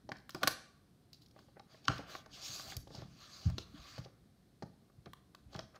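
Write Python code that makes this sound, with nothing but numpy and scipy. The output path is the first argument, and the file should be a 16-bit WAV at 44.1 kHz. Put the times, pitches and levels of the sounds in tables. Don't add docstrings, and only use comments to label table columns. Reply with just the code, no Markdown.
import sys
import numpy as np
from scipy import signal
from scipy.fft import rfft, irfft
from scipy.io import wavfile
from scipy.ndimage import uniform_filter1d

SR = 44100
rng = np.random.default_rng(int(sys.argv[2]) if len(sys.argv) > 2 else 0)


def materialize(psi):
    bounded = np.clip(np.atleast_2d(psi).T, -1, 1)
    quanta = np.round(bounded * 32767).astype(np.int16)
    wavfile.write(sys.argv[1], SR, quanta)


def invert_db(x):
    u = np.asarray(x, float) / 20
    return 10 ** u


N = 255339

# pitch_hz [Hz], level_db [dB], t60_s [s]
TABLE_MODES = [(40, -11.5, 0.23), (61, -8, 0.29), (83, -3.5, 0.11), (124, -1.5, 0.22), (166.8, -7.5, 0.23),
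               (209, -4.5, 0.16), (288.4, -4, .12)]
# pitch_hz [Hz], level_db [dB], t60_s [s]
FLAP_MODES = [(380, 3, 0.035), (458, -7, 0.064), (545, 6, 0.027), (644, 6, 0.029), (784, 3.5, 0.04),
              (863, -7.5, .04)]
# pitch_hz [Hz], level_db [dB], t60_s [s]
WALL_MODES = [(1160, -1.5, 0.016), (1374, -9, 0.026), (1477, -4, 0.015), (1630, -2, 0.0098),
              (1766, -4, 0.013), (2125, -7.5, 0.011), (2528, -11, 0.009)]
# pitch_hz [Hz], level_db [dB], t60_s [s]
BLADE_MODES = [(7280, -1, 0.0011), (9400, -5, 0.0013), (11050, -1.5, 0.0017), (12900, -0.5, 0.001),
               (15200, -9, 0.0035)]
# time_s [s], pitch_hz [Hz], fizz_share_db [dB]
EDGE_PITCH = [(.35, 4200, -14.5), (1.2, 4200, -8), (1.65, 4170, -16), (2.24, 4290, -15), (2.34, 4710, -18),
              (2.54, 5300, -14), (2.69, 4740, -9.5), (2.84, 5480, -17), (2.93, 4580, -19.5),
              (3.05, 4340, -17.5), (3.4, 4790, -16.5), (3.56, 4250, -21), (3.7, 4230, -10),
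              (3.84, 3936, -16.5), (4.1, 4220, -16), (5.55, 4290, -19.5)]


def evened(x):
    return x / np.sqrt(np.mean(x ** 2) + 1e-20)


def peaked(x, db, ms):
    power = uniform_filter1d(x ** 2, int(ms * SR / 1000))
    return invert_db(db) * x / np.sqrt(power.max())


def read(points, hz):
    f, value = np.transpose(points)
    return np.interp(np.log(hz + 1), np.log(f + 1), value)


def add(mix, s, sound):
    part = mix[round(s * SR):][:len(sound)]
    part += sound[:len(part)]


def in_time(rows):
    return sorted(rows, key=lambda row: round(row[0] * 200))


def ring(modes, near_hz=1000, fall_db=0, sign=-1):
    longest_s = max(t60 for *_, t60 in modes)
    t = np.arange(int(longest_s * SR)) / SR
    out = np.zeros(len(t))
    for k, (hz, db, t60) in enumerate(modes):
        level_db = db - fall_db * abs(np.log2(hz / near_hz))
        build_up = 1 - np.exp(-2.5 * hz * t)
        out += invert_db(level_db - 60 * t / t60) * np.sin(2 * np.pi * hz * t) * sign ** k * build_up
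    return out


def breaks(ms, share):
    t = np.arange(2048) / SR
    clean = np.arange(len(t)) == 45
    run = rng.standard_normal((len(ms), len(t))) * (1 - np.exp(-t / 0.0029))
    run *= np.exp(-1000 * t / np.clip(ms, .3, 12)[:, None])
    return share * run / np.linalg.norm(run, axis=1, keepdims=True) + clean


def slips(per_s, size_db, flutter_db, flutter_ms):
    size = invert_db(size_db * np.minimum(rng.exponential(1, N), 4)) * rng.standard_normal(N)
    size *= rng.random(N) < per_s / SR
    width = int(flutter_ms * SR / 1000)
    flutter = uniform_filter1d(uniform_filter1d(rng.standard_normal(N), width), width)
    return size * invert_db(flutter_db * evened(flutter))


def swells(rows):
    t = np.arange(0, N / SR + .002, .001)
    power = np.zeros(len(t))
    for top, rise, fall, db in rows:
        away = np.where(t < top, (top - t) / rise, (t - top) / fall)
        power += invert_db(db - 26 * away ** 1.386) ** 2
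    return np.interp(np.arange(N) / SR, t, np.sqrt(power))


def hush():
    # pitch_hz [Hz], level_db [dB per Hz]
    hush_colour = [(26, -36), (45, -6), (81, -1.5), (166, 0), (372, -10.5), (640, -20.5), (706, -14.5),
                   (880, -26), (1070, -22.5), (2730, -31.5), (4140, -26.5), (7470, -36), (8450, -33),
                   (14900, -38), (16000, -48.5)]
    hz = np.fft.rfftfreq(N, 1 / SR)
    spectrum = rfft(rng.standard_normal(N)) * invert_db(read(hush_colour, hz))
    return invert_db(-67) * evened(irfft(spectrum, N))


def room(x):
    # pitch_hz [Hz], t60_s [s]
    room_decay = [(100, 0.45), (500, .5), (1500, 0.53), (4500, 0.48), (9000, 0.45), (15000, 0.089)]
    # pitch_hz [Hz], level_db [dB]
    room_colour = [(100, 0), (400, -4), (1500, -4.5), (5000, -4.5), (14000, 1)]
    taps = np.zeros(SR)
    at = np.arange(300, SR - 20, 20)
    taps[at + rng.integers(0, 20, len(at))] = rng.choice([-1., 1.], len(at))
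    hz, t, z = signal.stft(taps, SR, nperseg=256)
    gain = invert_db(read(room_colour, hz)[:, None] - 60 * t / read(room_decay, hz)[:, None])
    tail = signal.istft(z * gain, SR, nperseg=256)[1]
    return invert_db(-13) * signal.fftconvolve(x, tail / np.linalg.norm(tail))[:N]


def far_wall(x):
    t = np.arange(1500) / SR
    smear = rng.standard_normal(len(t)) * np.exp(-t / 0.021)
    echo = signal.oaconvolve(x, smear / np.linalg.norm(smear))[:N]
    return invert_db(-17.0) * np.roll(echo, round(0.031 * SR))


def rumble():
    # time_s [s], level_db [dB]
    weight = [(0.0, -45.5), (0.112, -55), (0.45, -77), (0.98, -74.5), (1.51, -58), (1.8, -70),
              (2.05, -58.5), (2.53, -54.5), (2.72, -52), (2.97, -48.5), (3.32, -63.5), (3.59, -41),
              (3.64, -57.5), (4.22, -64), (4.39, -70.5), (5.35, -76.5), (5.63, -51), (5.79, -67)]
    s, db = np.transpose(weight)
    shifts = slips(per_s=270, size_db=2.1, flutter_db=2.8, flutter_ms=40.0)
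    hum = signal.oaconvolve(shifts, ring(TABLE_MODES))[:N]
    return invert_db(np.interp(np.arange(N) / SR, s, db) - 9.5) * evened(hum)


def bumps():
    # time_s [s], blow_db [dB], loudest_hz [Hz], contact_ms [ms]
    bump_events = [(0.113, -48, 262, 2.1), (0.348, -49, 190, 1.95), (0.441, -40, 299, 2.4),
                   (0.474, -46, 197.3, 2.05), (1.885, -39, 290, 2.14), (1.89, -31, 141, 4.6),
                   (1.988, -45, 261, 1.1), (2.494, -54, 122, 4), (2.769, -40.5, 98, 9.7),
                   (2.976, -45.5, 107, 1.9), (3.02, -46, 106, 2.3), (3.049, -53.5, 195, 1.9),
                   (3.459, -26, 109.6, 5), (3.47, -27, 86, 5.1), (3.742, -49.5, 301, 3),
                   (3.985, -40.5, 117.3, 1.6), (3.789, -52.5, 61, 8.1), (4.629, -43.5, 195, 2.34),
                   (4.981, -52.5, 119, 5.5), (5.063, -51.5, 184, 1.5), (5.079, -56.5, 76, 3.3),
                   (5.458, -55.5, 78.5, 5.4), (5.554, -43.5, 221, 6.3), (5.589, -64.5, 191, 3.5)]
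    out = np.zeros(N)
    for s, db, hz, ms in bump_events:
        push = np.hanning(int(np.clip(ms, .5, 12) * SR / 1000))
        thud = signal.fftconvolve(push, ring(TABLE_MODES, hz, fall_db=9.5))
        add(out, s - 1.3 * ms / 1000, peaked(thud, db - 2.0, 19))
    return out


def patchy(x, patchy_db, lift_db):
    hz, t, z = signal.stft(x, SR, nperseg=256, noverlap=192)
    patches = uniform_filter1d(rng.standard_normal(z.shape), size=5, axis=0)
    patches = uniform_filter1d(patches, size=30, axis=1)
    s, peak_hz, _ = np.transpose(EDGE_PITCH)
    octaves = np.log2((hz[:, None] + 1) / np.interp(t, s, peak_hz))
    shape_db = patchy_db * evened(patches) + lift_db * np.exp(-(octaves / 0.65) ** 2)
    return signal.istft(z * invert_db(shape_db), nperseg=256, noverlap=192)[1][:N]


def drag():
    # pitch_hz [Hz], level_db [dB], t60_s [s]
    edge_modes = [(2790, -3.5, 0.0046), (3400, -5.5, 0.0061), (4000, -4.5, 0.0054), (4600, -4.5, 0.0067),
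                  (5270, -2, 0.0034), (5620, -5, 0.0054), (6600, -4, 0.0035)]
    # fastest_s [s], rise_s [s], fall_s [s], hiss_db [dB]
    slide_events = [(.357, .012, 0.062, -62.5), (.418, .02, .03, -62), (1.15, .02, 0.063, -73),
                    (1.22, 0.018, 0.081, -71), (1.385, .065, 0.24, -73.5), (1.73, 0.066, 0.17, -67),
                    (1.854, 0.027, 0.0088, -60), (1.9, .02, 0.11, -60), (1.98, 0.14, 0.093, -58.5),
                    (2.11, 0.056, 0.12, -54), (2.16, 0.11, 0.087, -54.5), (2.345, 0.053, 0.25, -56.5),
                    (2.455, 0.081, 0.19, -45.5), (2.55, 0.17, 0.24, -47.5), (2.71, 0.24, 0.079, -52.5),
                    (1.878, 0.0099, .006, -51), (2.956, .085, 0.13, -57.5), (3.27, .22, 0.54, -60),
                    (3.47, 0.47, 0.071, -58), (3.6, 0.043, 0.088, -59.5), (3.874, 0.29, 0.26, -61.5),
                    (3.97, 0.38, 0.064, -63), (4.045, 0.023, 0.039, -67), (5.536, 0.04, 0.13, -62.5),
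                    (5.598, 0.068, .045, -64.5), (5.764, 0.036, .015, -66.5)]
    # firmest_s [s], rise_s [s], fall_s [s], wall_db [dB], flap_db [dB]
    grind_events = [(.183, .055, 0.086, -78, -83), (0.356, 0.0097, .045, -61, -53),
                    (.428, 0.021, .004, -50, -48), (1.385, .055, 0.1, -74, -67.5),
                    (1.57, .015, .03, -64, -59.5), (1.73, 0.095, 0.16, -70, -70.5),
                    (1.9, 0.016, 0.065, -45, -46), (1.966, 0.12, 0.16, -51.5, -54.5),
                    (2.1, 0.1, 0.14, -58.5, -62), (2.16, 0.073, 0.1, -65, -57.5),
                    (2.42, 0.21, 0.26, -62.5, -67), (2.5, 0.12, 0.18, -56.5, -61.5),
                    (2.719, 0.37, 0.1, -58.5, -60), (2.99, .12, .11, -62, -60),
                    (3.27, 0.21, 0.45, -61, -69.5), (3.48, 0.11, 0.068, -60.5, -58),
                    (3.86, 0.39, 0.37, -64, -71), (3.979, 0.17, 0.067, -65.5, -70.5),
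                    (1.858, .008, .012, -66, -56), (5.07, .01, 0.027, -63, -55),
                    (4.048, .012, .04, -69.5, -54), (5.57, 0.11, 0.087, -64, -59.5),
                    (5.765, 0.042, 0.031, -61, -66)]
    scrape = slips(per_s=14000, size_db=0.89, flutter_db=1.1, flutter_ms=53.0)
    scrape = patchy(scrape, patchy_db=2.47, lift_db=8.5)
    bodies = (edge_modes, WALL_MODES, BLADE_MODES, FLAP_MODES)
    edge, wall, fizz, flap = [evened(signal.oaconvolve(scrape, ring(body))[:N]) for body in bodies]
    s, _, fizz_db = np.transpose(EDGE_PITCH)
    fizz_gain = invert_db(np.interp(np.arange(N) / SR, s, fizz_db))
    hiss = swells(slide_events) * (edge + fizz_gain * fizz)
    *when, wall_db, flap_db = np.transpose(grind_events)
    return hiss + swells(zip(*when, wall_db)) * wall + swells(zip(*when, flap_db)) * flap


def knocks():
    # time_s [s], wall_db [dB], flap_db [dB], loudest_hz [Hz], length_ms [ms]
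    knock_events = [(0.0901, -44, -41.5, 677, 4.6), (0.1173, -28, -46, 1630, 2.1),
                    (0.2924, -38.5, -58, 1520, 1.6), (0.3466, -34, -40.5, 410, 2.5),
                    (0.4322, -18, -33.5, 1399, 4.2), (0.4731, -16, -68, 1570, 3.5),
                    (0.4766, -26, -32.5, 761, 2.9), (1.5951, -48, -52, 1116, 3.5),
                    (1.8816, -13.5, -38.5, 1500, 1.05), (1.9005, -47, -40, 1250, 1.8),
                    (1.9925, -52, -41.5, 536, 3.6), (2.151, -31.5, -47.5, 1160, 3.3),
                    (2.2603, -46.5, -56.5, 1010, 3.2), (2.596, -38, -51, 799, 3.5),
                    (2.7214, -39.5, -53, 1695, 1.05), (3.019, -44, -46.5, 555, 1.6),
                    (3.4979, -44.5, -52, 1070, 3.2), (3.5813, -36, -41.5, 553, 2),
                    (3.9793, -40.5, -46, 732, 4.3), (4.6225, -42, -41, 629, 6),
                    (5.1329, -40.5, -64.5, 1170, 1.24), (5.347, -45.5, -76, 1204, 2.5),
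                    (5.5492, -36, -44.5, 1153, 4.2), (5.5907, -36.5, -42.5, 680, 3.1)]
    # time_s [s], wall_db [dB], flap_db [dB], loudest_hz [Hz]
    tap_events = [(0.1576, -49, -64, 1670), (1.3619, -52.5, -54.5, 660), (1.389, -49.5, -65, 360),
                  (1.484, -62, -62.5, 565), (1.5678, -61, -58, 1110), (1.7444, -51.5, -57, 617),
                  (2.7685, -59, -55.5, 533), (2.8713, -51.5, -51.5, 570), (2.9046, -51, -51.5, 589),
                  (2.9465, -56, -51, 611), (4.0592, -53, -51, 596), (4.898, -60, -66.5, 492),
                  (5.0594, -46, -53.5, 380), (5.5306, -51.5, -57, 627), (5.5479, -53, -49.5, 356),
                  (5.745, -52, -59.5, 727), (5.7612, -50, -60, 1480)]
    out = np.zeros(N)
    rows = in_time(knock_events + [(*tap, 2.5) for tap in tap_events])
    runs = breaks(np.transpose(rows)[-1], share=1.0)
    for (s, wall_db, flap_db, hz, ms), run in zip(rows, runs):
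        wall = signal.fftconvolve(run, ring(WALL_MODES, hz, fall_db=11.5, sign=0.85))
        flap = signal.fftconvolve(run, ring(FLAP_MODES, hz, fall_db=13.5, sign=0.92))
        add(out, s, peaked(wall, wall_db - 8.0, 2.5))
        add(out, s, peaked(flap, flap_db + 0.5, 2.7))
    return out


def snaps():
    # pitch_hz [Hz], level_db [dB], t60_s [s]
    plastic_modes = [(3270, 1.5, 0.0033), (3700, -2.5, 0.0074), (3980, 4, 0.0033), (4580, 0, 0.0057),
                     (5200, 2, 0.0037), (6140, -1.5, 0.0036), (6830, -5, 0.0038)]
    # time_s [s], snap_db [dB], brightest_hz [Hz], blade_db [dB], length_ms [ms]
    cut_events = [(0.0898, -42.5, 4600, -83, 2.5), (0.1177, -37.5, 4070, -64, 2.7),
                  (0.2926, -41, 3060, -51, 2.9), (0.3044, -39.5, 5460, -63, 2.9),
                  (0.3462, -33.5, 4870, -48.5, 1.8), (0.4308, -21.5, 3170, -38.5, 4.6),
                  (0.4738, -46, 2700, -24.5, 3.2), (0.4729, -16.5, 4290, -54, 4),
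                  (1.1303, -41, 4630, -59, 2.7), (1.595, -46, 3800, -78, 1.9),
                  (1.8528, -40.5, 4060, -70, 1.7), (1.8811, -16, 3870, -62, 0.96),
                  (1.9795, -38.5, 4400, -60, 1.6), (2.48, -35, 4630, -55, 2.9),
                  (2.7661, -31, 6510, -39.5, 1.8), (2.9499, -36, 4530, -74, 1.8),
                  (3.4995, -44, 5200, -59, 0.95), (3.5809, -27.5, 3870, -58.5, 2.6),
                  (3.9791, -43, 4040, -64, 8.8), (4.6228, -44, 4950, -74.5, 5),
                  (5.1327, -42, 3070, -55, 1.36), (5.3483, -44, 3810, -60.5, 1.16),
                  (5.5608, -40, 3560, -64, 2.1), (5.591, -31, 4010, -75, 1.16)]
    # time_s [s], snap_db [dB], brightest_hz [Hz]
    crack_events = [(0.167, -51, 5270), (0.183, -51, 4300), (0.1986, -59, 4440), (0.319, -55, 4060),
                    (1.142, -48.5, 4590), (1.2178, -53, 4540), (1.232, -59, 4670), (1.26, -53, 4550),
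                    (1.2825, -61, 4760), (1.3097, -57, 4660), (1.3893, -53.5, 4550), (2.259, -50, 4570),
                    (2.874, -52, 2700), (3.015, -47, 4000), (3.7824, -64, 3850), (4.0467, -45.5, 4360),
                    (4.6636, -73, 5040), (5.0574, -47, 3220), (5.5298, -48, 4550), (5.5438, -42.5, 3940),
                    (5.6063, -47, 3900), (5.757, -52, 4320)]
    out = np.zeros(N)
    small = [(s, db, hz, -74.5 + 0.1 * (db + 49.5), 2.6) for s, db, hz in crack_events]
    rows = in_time(cut_events + small)
    runs = breaks(np.transpose(rows)[-1], share=1.9)
    for (s, db, hz, blade_db, ms), run in zip(rows, runs):
        plastic = signal.fftconvolve(run, ring(plastic_modes, hz, fall_db=11.0))
        blade = signal.fftconvolve(run, ring(BLADE_MODES))
        add(out, s, peaked(plastic, db - 10.0, 2))
        add(out, s, peaked(blade, blade_db - 3.0, 0.78))
    return out


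def scene():
    hits = snaps() + knocks() + bumps()
    scrape = drag()
    echoing = hits + invert_db(-9.5) * scrape
    mix = hits + scrape + far_wall(echoing) + room(echoing) + rumble() + hush()
    return mix[None]


def band_limit(x):
    return signal.sosfilt(signal.butter(12, 16470, fs=SR, output="sos"), x)


def record(dry):
    edge = signal.firwin(511, 15850, window=("kaiser", 9), fs=SR)
    mix = signal.oaconvolve(dry, edge[None], "same")
    return band_limit(mix)


dry = scene()
out = record(dry)
materialize(out)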